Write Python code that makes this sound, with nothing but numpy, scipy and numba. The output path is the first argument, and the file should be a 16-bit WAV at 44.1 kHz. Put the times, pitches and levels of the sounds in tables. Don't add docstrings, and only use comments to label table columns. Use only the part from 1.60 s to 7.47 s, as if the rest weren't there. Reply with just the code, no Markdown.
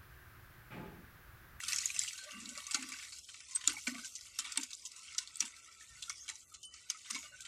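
import sys
import numpy as np
from scipy import signal
from scipy.fft import rfft, irfft, next_fast_len
from scipy.io import wavfile
from scipy.ndimage import uniform_filter1d
from numba import njit

SR = 44100
rng = np.random.default_rng(int(sys.argv[2]) if len(sys.argv) > 2 else 0)


def store_wav(level_fs):
    pcm = np.round(np.clip(np.atleast_2d(level_fs), -1, 1) * 32767)
    wavfile.write(sys.argv[1], SR, pcm.T.astype(np.int16))


def field_ratio(decibels):
    return 10 ** (np.asarray(decibels, dtype=float) / 20)


N = 258867
TIME = np.arange(N) / SR


def unit(x):
    return x / np.sqrt(np.mean(x ** 2))


def colour(x, shape, low_hz, high_hz):
    size = next_fast_len(len(x))
    f = np.maximum(np.fft.rfftfreq(size, 1 / SR), 1)
    hz, db = np.transpose(shape)
    edges = 1 / np.sqrt((1 + (low_hz / f) ** 12) * (1 + (f / high_hz) ** 12))
    gain = field_ratio(np.interp(np.log(f), np.log(hz), db)) * edges
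    return unit(irfft(rfft(x, size) * gain, size)[:len(x)])


@njit
def svf(x, hz, width):
    y, b, l = np.empty(len(x)), 0., 0.
    for i in range(len(x)):
        g, k = np.tan(np.pi * hz[i] / SR), width / hz[i]
        v = (b + g * (x[i] - l)) / (1 + g * (g + k))
        b, l, y[i] = 2 * v - b, l + 2 * g * v, k * v
    return y


def band(x, hz, width):
    return unit(svf(x, hz + np.zeros(len(x)), 1. * width))


def walk(rate):
    k = int(SR / rate)
    return uniform_filter1d(np.repeat(rng.standard_normal(N // k + 1), k), k // 2)[:N]


def swell(t, rise, t60):
    return np.clip(t / rise, 0, 1) ** 2 * field_ratio(-60 * np.maximum(t - rise, 0) / t60)


@njit
def grains(start, hz, cycles, size, length):
    y = np.zeros(length)
    for k in range(len(start)):
        steps = int(3 * cycles[k] * SR / hz[k])
        for j in range(min(steps, length - start[k])):
            u = j / steps
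            y[start[k] + j] += size[k] * np.exp(-5 * u) * np.sin(2 * np.pi * hz[k] * j * (1 + .06 * u) / SR)
    return y


def droplets(low_hz, high_hz, cycles, scatter_db, count):
    when, pitch, long, size = rng.random((count, 4)).T
    hz = low_hz * (high_hz / low_hz) ** pitch
    size = field_ratio(-scatter_db * np.log(1.01 - size))
    cycles = cycles * (0.38 + 3 * long ** 3)
    return unit(grains((when * N).astype(np.int64), hz, cycles, size, N))


# (frequency [Hz], width [Hz], level [dB])
BODY = [(1168.5, 20.6, 0), (1500, 31, -13), (1810, 49, -15), (2080, 54, -3), (2240, 69, -11), (2610, 24, 5),
        (2740, 120, 0.5), (3053, 63, 2)]


def modes(x):
    return unit(sum((-1) ** k * field_ratio(db) * band(x, hz, w) for k, (hz, w, db) in enumerate(BODY)))


# (frequency [Hz], density [dB per Hz])
WATER = [(410, -69), (700, -12), (1150, -41), (1480, -11.5), (1570, -14), (1670, -25), (1800, -13),
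         (2110, -5.5), (2680, -12.5), (3090, -11), (7310, 1), (8300, -1), (10300, -6.5), (13300, -16),
         (14500, -18)]


def water():
    fine = droplets(2510, 12020, cycles=3.8, scatter_db=2.0, count=14000)
    fine = fine + 0.75 * rng.standard_normal(N)
    coarse = droplets(898.0, 3374, cycles=3.15, scatter_db=2.5, count=5000)
    coarse = coarse + 1.14 * rng.standard_normal(N)
    spout = band(coarse, 1304, 93)
    splatter = colour(coarse, WATER, 1023, 4360) + 0.56 * modes(coarse) + 0.24 * spout
    top = colour(rng.standard_normal(N), WATER, 10100, 18000)
    return colour(fine, WATER, 2810, 9270), unit(splatter), top


# (time [s], peak level [dB], brightest frequency [Hz], fade t60 [s])
SPITS = [(0.1605, -26.5, 6470, 0.057), (0.184, -26, 5260, 0.026), (0.2036, -30.5, 6540, 0.16),
         (0.2554, -29, 7400, 0.039), (3.8045, -16, 6100, 0.033), (0.3915, -27, 7500, 0.047),
         (0.4755, -29.5, 2740, 0.095), (0.856, -36.5, 3910, 0.036), (0.8904, -33.5, 6800, 0.072),
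         (1.041, -41, 4500, 0.037), (1.0666, -30.5, 6200, 0.037), (1.5851, -40, 7800, 0.025),
         (2.5525, -37, 6040, 0.099), (2.61, -38.5, 4950, 0.036), (2.9193, -29.5, 7160, .03),
         (3.011, -33, 7500, 0.045), (3.031, -28, 6600, 0.039), (3.1314, -30.5, 5900, 0.04),
         (0.1215, -28, 4960, 0.022), (3.252, -34.5, 6900, 0.1), (3.3154, -38, 5040, 0.032),
         (3.5818, -20.5, 5530, 0.033), (3.6742, -33, 4130, 0.021), (3.757, -31.5, 8100, 0.0082),
         (3.8521, -35, 7760, 0.092), (4.4222, -31, 3720, .09), (4.7552, -37.5, 6140, 0.053),
         (5.0305, -37.5, 6240, 0.1), (5.8053, -37.5, 7200, 0.12), (2.121, -44, 6550, 0.084),
         (2.0752, -14.5, 7300, 0.024), (.415, -31.5, 7000, .08)]
# (time [s], peak level [dB], brightest frequency [Hz], fade t60 [s])
SLAPS = [(0.0822, -25.5, 5400, 0.034), (0.131, -22, 6060, 0.067), (0.3015, -33, 2470, 0.054),
         (0.3627, -30, 6300, 0.073), (0.5296, -36.5, 6140, 0.04), (0.5766, -35.5, 4160, 0.25),
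         (0.637, -38, 7140, 0.046), (0.7088, -39, 2740, 0.13), (0.8012, -38, 7200, 0.21),
         (0.9761, -29.5, 7900, 0.12), (1.1098, -27, 7700, 0.058), (1.1443, -18.5, 4670, 0.052),
         (1.136, -34, 6000, 0.18), (1.8045, -40, 6300, 0.033), (1.9095, -40.5, 6640, 0.13),
         (1.958, -28.5, 6040, 0.11), (2.077, -30.5, 4000, 0.062), (2.445, -34.5, 6200, 0.16),
         (2.7873, -21.5, 7270, 0.064), (2.9739, -17.5, 8300, 0.03), (3.1057, -37.5, 6700, 0.076),
         (3.3623, -42, 7100, 0.072), (0.343, -34.5, 7800, 0.064), (3.9644, -40, 4250, 0.022),
         (4.496, -24.5, 6050, 0.056), (4.9392, -38, 7100, 0.08), (5.139, -43, 6000, 0.087),
         (5.3006, -25.5, 6070, 0.041), (5.505, -26, 6350, 0.035), (5.5295, -35, 6200, 0.25)]
# (time [s], peak level [dB], brightest frequency [Hz], fade t60 [s])
SPLOSHES = [(0.0349, -31.5, 3020, 0.074), (0.434, -36, 7850, 0.19), (0.9524, -38.5, 2440, 0.11),
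            (1.2241, -32, 7460, 0.077), (1.2875, -36.5, 7700, 0.1), (1.3192, -33.5, 2240, 0.13),
            (1.386, -41, 4900, 0.11), (1.4227, -39.5, 2170, 0.33), (1.5218, -40.5, 4570, 0.13),
            (1.688, -42, 3460, 0.073), (1.742, -38, 3400, 0.034), (2.01, -38.5, 3006, 0.085),
            (2.04, -36.5, 3040, 0.32), (2.097, -30.5, 4500, 0.055), (2.269, -27, 2340, 0.097),
            (2.344, -39, 2170, 0.3), (2.3795, -39, 1500, 0.14), (2.8446, -35.5, 3500, 0.27),
            (2.958, -34, 3560, 0.052), (3.5474, -36, 5940, 0.018), (3.824, -33, 2780, 0.049),
            (4.69, -31, 6600, 0.085), (4.68, -34.5, 3100, 0.085), (3.806, -32, 2740, 0.055),
            (5.2939, -44.5, 2290, 0.12), (5.4475, -43, 3330, 0.38), (5.5006, -37, 7200, 0.017),
            (5.5466, -32, 2240, .12), (5.628, -40, 2530, 0.18), (5.8517, -38.5, 3060, .05)]


def slaps(fizz, splatter, top):
    crack_t60_s, tail_t60_s = 0.0049, 0.32
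    white, ragged, out = rng.standard_normal(N), field_ratio(2.8 * walk(500)), np.zeros(N)
    for events, low_db, top_db in ((SPITS, -28, -28), (SLAPS, -13, -33), (SPLOSHES, -7, -34)):
        for s, db, hz, t60 in events:
            span = slice(int(s * SR), min(int((s + 0.11) * SR), N))
            t = TIME[span] - TIME[span.start]
            crack = field_ratio(-7.5 - 60 * t / crack_t60_s)
            tail = field_ratio(-25.5 - 60 * t / tail_t60_s)
            fade = (crack + field_ratio(-60 * t / t60) + tail) * np.minimum(t / 0.000624, 1) * ragged[span]
            spot = band(band(white[span], hz, .2 * hz), hz, .5 * hz)
            burst = (fizz[span] + 0.89 * spot) * fade
            low = splatter[span] * fade ** 0.71 * np.minimum(t / 0.0029, 1)
            for part_db, part in ((0, burst), (low_db, low), (top_db, top[span] * fade)):
                out[span] += field_ratio(db + part_db) * part / np.abs(part).max()
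    return out


# (time [s], peak level [dB])
SPARKS = [(.0865, -47), (.1225, -46), (.1855, -48), (.2555, -45), (1.2885, -48), (1.324, -55), (2.131, -50),
          (2.318, -57), (2.4775, -58), (2.788, -45), (2.9245, -51), (2.999, -55), (3.0355, -49),
          (3.259, -58), (3.274, -61), (3.5818, -55), (3.7705, -50), (3.8055, -43), (4.927, -59),
          (5.59, -56)]


def sparks(top):
    t60_s, out = .025, np.zeros(N)
    for s, db in SPARKS:
        span = slice(int(s * SR), int((s + t60_s) * SR))
        out[span] += field_ratio(db - 60 * (TIME[span] - s) / t60_s) * top[span]
    return out


# (time [s], flow level [dB], weight of the drops [dB], share of the biggest drops [dB],
# fineness of the mist [dB])
STREAM = [(0, -42.5, -4.5, 1, 1), (.41, -46, -4, -11.5, 2), (.8, -55, -0.5, 1.5, 4), (1.4, -48, -5, 2, 1.5),
          (1.56, -52.5, -27, 6, 1.5), (1.88, -54, -1, -16, -9), (2.2, -47.5, -12, 4, 1.5),
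          (2.55, -52.5, -11, -6, 3), (2.86, -54, 3.5, -1.5, -1.5), (3.17, -54.5, -13.5, -3, -1.5),
          (3.5, -53, 0, -7.5, -8), (4.3, -56.5, -7.5, 1.5, 2), (4.62, -54.5, -4.5, -1.5, -1.5),
          (4.88, -60, -8, -1, 7), (5.125, -63, -7, 1, -3), (5.16, -57, -2.5, -3, -5),
          (5.66, -54, -9, -2, 1.5), (5.87, -61, 4.5, -9, -4)]


def spray(fizz, splatter, top):
    s, flow_db, weight_db, deep_db, fine_db = np.transpose(STREAM)
    biggest = signal.butter(4, 1740, fs=SR, output="sos")
    deep = signal.sosfiltfilt(biggest, splatter)
    splatter = splatter + (field_ratio(np.interp(TIME, s, deep_db)) - 1) * deep
    shower_db, shower_t60_s = -29.5, 0.4
    when, db = np.concatenate([SPITS, SLAPS, SPLOSHES]).T[:2]
    thrown = np.bincount((when * SR).astype(int), field_ratio(2 * (db + shower_db)), N)
    shower = signal.lfilter([1], [1, -field_ratio(-120 / shower_t60_s / SR)], thrown)
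    shower = uniform_filter1d(shower, size=800, origin=399)
    flow = 10 * np.log10(field_ratio(2 * np.interp(TIME, s, flow_db)) + shower)
    weight = flow + np.interp(TIME, s, weight_db)
    mist = -66.5 + 1.36 * (flow + 52) + np.interp(TIME, s, fine_db)
    flutter = 1.5 * walk(35)
    layers = (flow, fizz), (weight, splatter), (mist, top)
    return sum(field_ratio(db + flutter + 1.3 * walk(25) - 5.0) * part for db, part in layers)


# (time [s], peak level [dB], frequency [Hz])
TICKS = [(.0494, -32, 5340), (.0875, -30, 9000), (.1083, -36, 7750), (.1229, -30, 2330), (.1229, -30, 8000),
         (.1771, -30, 6630), (.1859, -32, 2500), (.1859, -31, 8500), (.278, -34, 7580), (.2939, -41, 2410),
         (.3828, -34, 3620), (.4044, -40, 1810), (.4599, -42, 1980), (.4675, -36, 7670), (.5905, -46, 1550),
         (.7075, -41, 4560), (.7484, -45, 2070), (1.004, -38, 3100), (1.0518, -41, 8100),
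         (1.1356, -40, 2240), (1.211, -39, 7150), (1.343, -43, 1550), (1.3964, -43, 2070),
         (1.4849, -42, 4480), (1.744, -42, 2150), (1.803, -48, 2150), (2.0758, -15, 7400),
         (2.0798, -37, 1380), (2.0923, -38, 1460), (2.1211, -34, 6370), (2.353, -38, 2150),
         (2.4391, -38, 6200), (2.4606, -38, 5170), (2.5544, -33, 6110), (2.5627, -37, 6720),
         (3.1144, -38, 4220), (3.588, -40, 1980), (3.798, -34, 6980), (4.5012, -39, 1290),
         (5.4918, -41, 6800), (5.5898, -38, 6720)]


def ticks():
    cycles, out = 22, np.zeros(N)
    for s, db, hz in TICKS:
        span = slice(int(s * SR) + 1, int((s + cycles / hz) * SR))
        cycle = (TIME[span] - s) * hz
        fade = field_ratio(db + 4 - 60 * cycle / cycles) * np.minimum(cycle / 1.5, 1)
        out[span] += fade * np.sin(2 * np.pi * cycle)
    return out


# (time [s], rise [s], air mode level [dB], air mode frequency [Hz], t60 [s])
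DRUM = [(.02, 0.029, -69, 245, 0.28), (.14, 0.019, -68, 148, 0.62), (.33, 0.046, -65.5, 140, 0.45),
        (0.712, 0.028, -57, 232.6, 2.1), (0.799, 0.03, -58.5, 239.3, 0.61), (1.139, 0.01, -51, 265.3, 0.6),
        (1.199, 0.045, -60, 254.5, 0.25), (2.068, 0.014, -52, 287, 0.15), (2.095, 0.012, -52, 290.3, 0.14),
        (2.155, .012, -64, 280, .1), (1.29, .02, -67, 270, .2), (2.41, 0.016, -66, 230, 0.24),
        (2.771, 0.031, -66.5, 262.5, 0.43), (2.959, 0.032, -49.5, 266.6, 0.19),
        (3.809, 0.014, -51, 257.7, 0.16), (4.67, 0.03, -68, 315, 0.1), (5.495, 0.023, -59, 222.4, 0.27),
        (5.53, 0.019, -54, 270.4, 0.19)]
# (time [s], rise [s], air mode level [dB], air mode frequency [Hz], t60 [s])
THROBS = [
    (2.268, 0.016, -37, 246, 0.09),
    (2.306, 0.02, -42, 258, 0.09),
    (2.343, .015, -48, 250, .1),
    (2.376, .014, -51, 240, .12),
]


def can_air():
    longest_s, out = 0.28, np.zeros(N)
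    noise, knock = rng.standard_normal((2, N))
    thud = band(band(knock, 340, 420), 420, 600)
    for events, rough in ((DRUM, .8), (THROBS, .2)):
        for s, rise, db, hz, t60 in events:
            span = slice(int(s * SR), int((s + longest_s) * SR))
            t = TIME[span] - s
            boom = band(band(band(noise[span], hz, 95), hz, 130), hz, 160)
            air = (1.3 - rough) * np.sin(2 * np.pi * hz * t) + rough * (boom + field_ratio(-26) * thud[span])
            out[span] += field_ratio(db) * air * swell(t, rise, t60) * np.clip((longest_s - t) / 0.093, 0, 1)
    return out


# (start [s], end [s], frequency [Hz], level [dB])
HUMS = [(0.617, 0.753, 593, -67), (0.874, 1.027, 581, -68.5), (1.136, 1.208, 605, -70),
        (2.266, 2.315, 595, -61), (2.335, 2.4, 680, -67), (2.35, 2.39, 510, -69), (2.39, 2.44, 600, -72),
        (2.967, 3.018, 910, -52.5), (4.68, 4.756, 884.6, -68.5), (1.15, 1.22, 817, -64.5),
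        (5.49, 5.55, 1170, -66), (5.63, 5.683, 603, -66), (5.708, 5.766, 590, -71.5),
        (5.545, 5.61, 600, -79), (5.552, 5.628, 924, -69), (5.64, 5.695, 1170, -62),
        (0.705, 0.822, 2760, -59), (.9, 1.03, 2760, -63), (1.122, 1.2, 850, -66), (2.925, 3.06, 1070, -68),
        (3.89, 4.4, 1326, -72), (5.637, 5.697, 1470, -61), (5.717, 5.767, 1510, -58),
        (5.78, 5.83, 1520, -59), (5.825, 5.91, 1398, -60), (5.837, 5.91, 1520, -66),
        (1.881, 2.21, 1047, -68), (3.22, 3.309, 1020, -76), (3.336, 3.46, 1025, -80),
        (3.329, 3.543, 1325, -72), (3.545, 3.62, 1340, -63), (3.548, 3.658, 1010, -69),
        (3.59, 3.809, 1330, -71), (3.81, 3.87, 923, -60), (4.203, 4.408, 1816, -73),
        (4.47, 4.554, 1375, -59.5), (5.2, 5.237, 1390, -69.5), (2.803, 2.905, 1250, -63),
        (4.91, 4.96, 1302, -62), (5.12, 5.26, 1928, -72), (0.958, 1.012, 2250, -60),
        (5.636, 5.795, 2833, -63.5), (5.842, 5.91, 3120, -63)]
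# (start [s], end [s], frequency [Hz], level [dB])
MORE_HUMS = [(.67, 1.023, 1150, -64.5), (.52, 0.796, 1515, -69), (0.88, 1.004, 1500, -66),
             (.84, 1.04, 2220, -66), (1.16, 1.38, 1150, -67), (0.803, .82, 2500, -55),
             (2.26, 2.426, 1148, -64), (2.32, 2.371, 1506, -64), (2.075, 2.13, 430, -68),
             (3.81, 3.85, 400, -68), (2.96, 3.02, 420, -68), (.33, .4, 680, -74), (.42, .47, 780, -72),
             (2.38, 2.422, 1520, -59), (2.429, 2.475, 1534, -56)]


def hums():
    noise, out = rng.standard_normal(N), np.zeros(N)
    slosh = walk(30)
    throb = field_ratio(3.5 * slosh)
    bend = 1 + .02 * uniform_filter1d(slosh[::-1], size=2500)
    for events in (HUMS, MORE_HUMS):
        for start, end, hz, db in events:
            span = slice(int(start * SR), min(int(end * SR), N))
            t = TIME[span]
            shape = np.minimum(1, np.minimum((t - start) / 0.01, (end - t) / 0.039).clip(0))
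            tone = band(band(noise[span], hz * bend[span], 27.4), hz, 140)
            out[span] += field_ratio(db) * shape * throb[span] * tone
    return out


# (time [s], frequency [Hz], level [dB])
SQUEAK = [
    (4.54, 6000, -84),
    (4.55, 5930, -59),
    (4.575, 4970, -56),
    (4.59, 4960, -62),
    (4.608, 6280, -54),
    (4.63, 6440, -55),
    (4.65, 6500, -66),
]


def squeak():
    s, hz, db = np.transpose(SQUEAK)
    level = field_ratio(np.interp(TIME, s, db, -120, -120))
    return level * band(rng.standard_normal(N), np.interp(TIME, s, hz), 160)


# (time [s], frequency
# [Hz], level [dB], t60 [s])
RINGS = [(.034, 1370, -33, 0.045), (1.143, 2080, -42, 0.3), (2.138, 850, -49, 0.052),
         (2.167, 2250, -37.5, 0.033), (2.172, 860, -48, 0.046), (2.79, 3100, -42, 0.092),
         (2.272, 2330, -24, 0.028), (2.271, 1500, -35.5, 0.077), (2.976, 3630, -34.5, 0.076),
         (4.423, 3680, -42, 0.053), (5.035, 3020, -53, 0.6), (5.05, 8800, -46, 0.072),
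         (5.347, 2144, -49, 0.1), (5.345, 1270, -50, 0.1), (5.55, 5900, -55, .08),
         (0.302, 2400, -31, 0.023), (.4765, 2830, -33, 0.025), (.1225, 4480, -25, 0.0057),
         (.162, 7100, -18, 0.004), (3.8057, 6370, -13.5, .005), (3.582, 6200, -17, 0.0048),
         (2.0757, 7400, -15, .008), (2.0755, 3970, -20.5, 0.011), (0.187, 5300, -37, 0.0056),
         (.258, 7140, -15.5, 0.0054), (0.3927, 7350, -11.5, 0.005), (1.9495, 8250, -26, 0.05),
         (1.9595, 8190, -19, 0.022), (2.922, 8400, -36, 0.0034), (2.925, 6200, -41, 0.0057),
         (3.253, 6500, -34, 0.0081), (3.77, 8500, -31, .006), (4.355, 2100, -50, .04),
         (4.21, 1850, -50, .03), (0.00352, 2000, -27, 0.0099), (0.13, 2600, -26.5, 0.014),
         (0.26, 8500, -28, 0.0044), (0.26, 7000, -28, .005), (.364, 2640, -31.5, 0.02),
         (0.392, 3200, -33, .008), (.3915, 4100, -29, 0.0089), (.417, 2200, -33, 0.018),
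         (0.4368, 7560, -25, 0.0054), (.448, 2030, -34, 0.012), (.509, 2260, -34.5, 0.0095),
         (1.1, 2560, -43, .01), (2.04, 1950, -32, 0.0047), (2.184, 2260, -42, .03),
         (5.3003, 6300, -20, 0.0076), (1.321, 2320, -35.5, 0.037), (5.561, 1065, -44, 0.065),
         (5.559, 2250, -40, .06), (3.1505, 7100, -28, .006)]


def linkage():
    damped_s, out = .24, squeak()
    for s, hz, db, t60 in RINGS:
        span = slice(int(s * SR) + 1, int((s + t60) * SR))
        t = TIME[span] - s
        attack = np.minimum(t / (0.0505 * min(t60, .05)), 1)
        hand = np.clip((damped_s - t) / 0.052, 0, 1)
        out[span] += field_ratio(db - 60 * t / t60) * attack * np.sin(2 * np.pi * hz * t) * hand
    return out * field_ratio(1.06 * walk(60))


# (frequency [Hz], density [dB per Hz])
FIELD = [(12, -45), (20, -23.5), (70, 1), (92, -5), (150, -11.5), (293, -8), (492, -14), (602, -12),
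         (761, -17.5), (1100, -19), (1430, -53), (2420, -120)]
# (time [s], level [dB], rise [s], t60 [s])
GUSTS = [(0, -65, 0.064, 1.86), (.3, -77, 0.08, 0.39), (.65, -76, 0.14, 11), (3.35, -80, .1, 3),
         (2.0, -64, 0.095, 0.71), (2.58, -80, .05, 1.5), (4.23, -68.5, 0.077, 1.5), (4.8, -79.5, 0.19, 1.5),
         (5.4, -74, 0.34, 4.98)]


def field():
    hush = colour(rng.standard_normal(N), FIELD, 190, 1100) * field_ratio(-82.5 + 1.2 * walk(3.9))
    hiss = colour(rng.standard_normal(N), [(20, 0), (20000, 0)], 11000, 14500)
    hiss = hiss * field_ratio(-83 + 1.5 * walk(4))
    gusts = field_ratio(-85) + sum(field_ratio(db) * swell(TIME - s, rise, t60) for s, db, rise, t60 in GUSTS)
    return hush + hiss + colour(rng.standard_normal(N), FIELD, 18, 169) * gusts


def scene():
    near = slaps(*water()) + spray(*water()) + ticks() + can_air() + hums() + linkage()
    top = water()[2]
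    near = near + sparks(top)
    return (near + field_ratio(-16.5) * np.roll(near, int(.004 * SR)) + field())[None]


def roll_off(x):
    return signal.sosfilt(signal.butter(12, 15110, fs=SR, output="sos"), x)


# (frequency [Hz], level [dB per bin])
GATE = [(300, -112), (950, -106), (1530, -90.5), (1680, -85), (1900, -90.5), (3000, -91), (4300, -87),
        (5200, -89), (8500, -100.5)]


def record(dry):
    f, _, z = signal.stft(dry[0], SR, nperseg=1024, noverlap=768)
    waver = uniform_filter1d(rng.standard_normal(z.shape), size=5, axis=0)
    waver = unit(uniform_filter1d(waver, size=11, axis=1))
    thin = (f > 9800)[:, None]
    z = z * field_ratio(waver * np.where(thin, 3.6, 2.6) * (f > 800)[:, None])
    power = uniform_filter1d(uniform_filter1d(np.abs(z) ** 2, size=3, axis=0), size=7, axis=1)
    hz, db = np.transpose(GATE)
    threshold_db = np.interp(np.log(f + 1), np.log(hz), db)[:, None]
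    limit = field_ratio(np.where(thin, -100, threshold_db)) ** 2
    floor = field_ratio(np.where(thin, -24, -16))
    gain = np.clip(1 - (limit / (power + 1e-20)) ** 2, floor, 1)
    gain = gain * field_ratio(-36 * (f > 14150))[:, None]
    clean = signal.istft(z * gain, SR, nperseg=1024, noverlap=768)[1][None, :N]
    return roll_off(clean)


dry = scene()
out = record(dry)
store_wav(out)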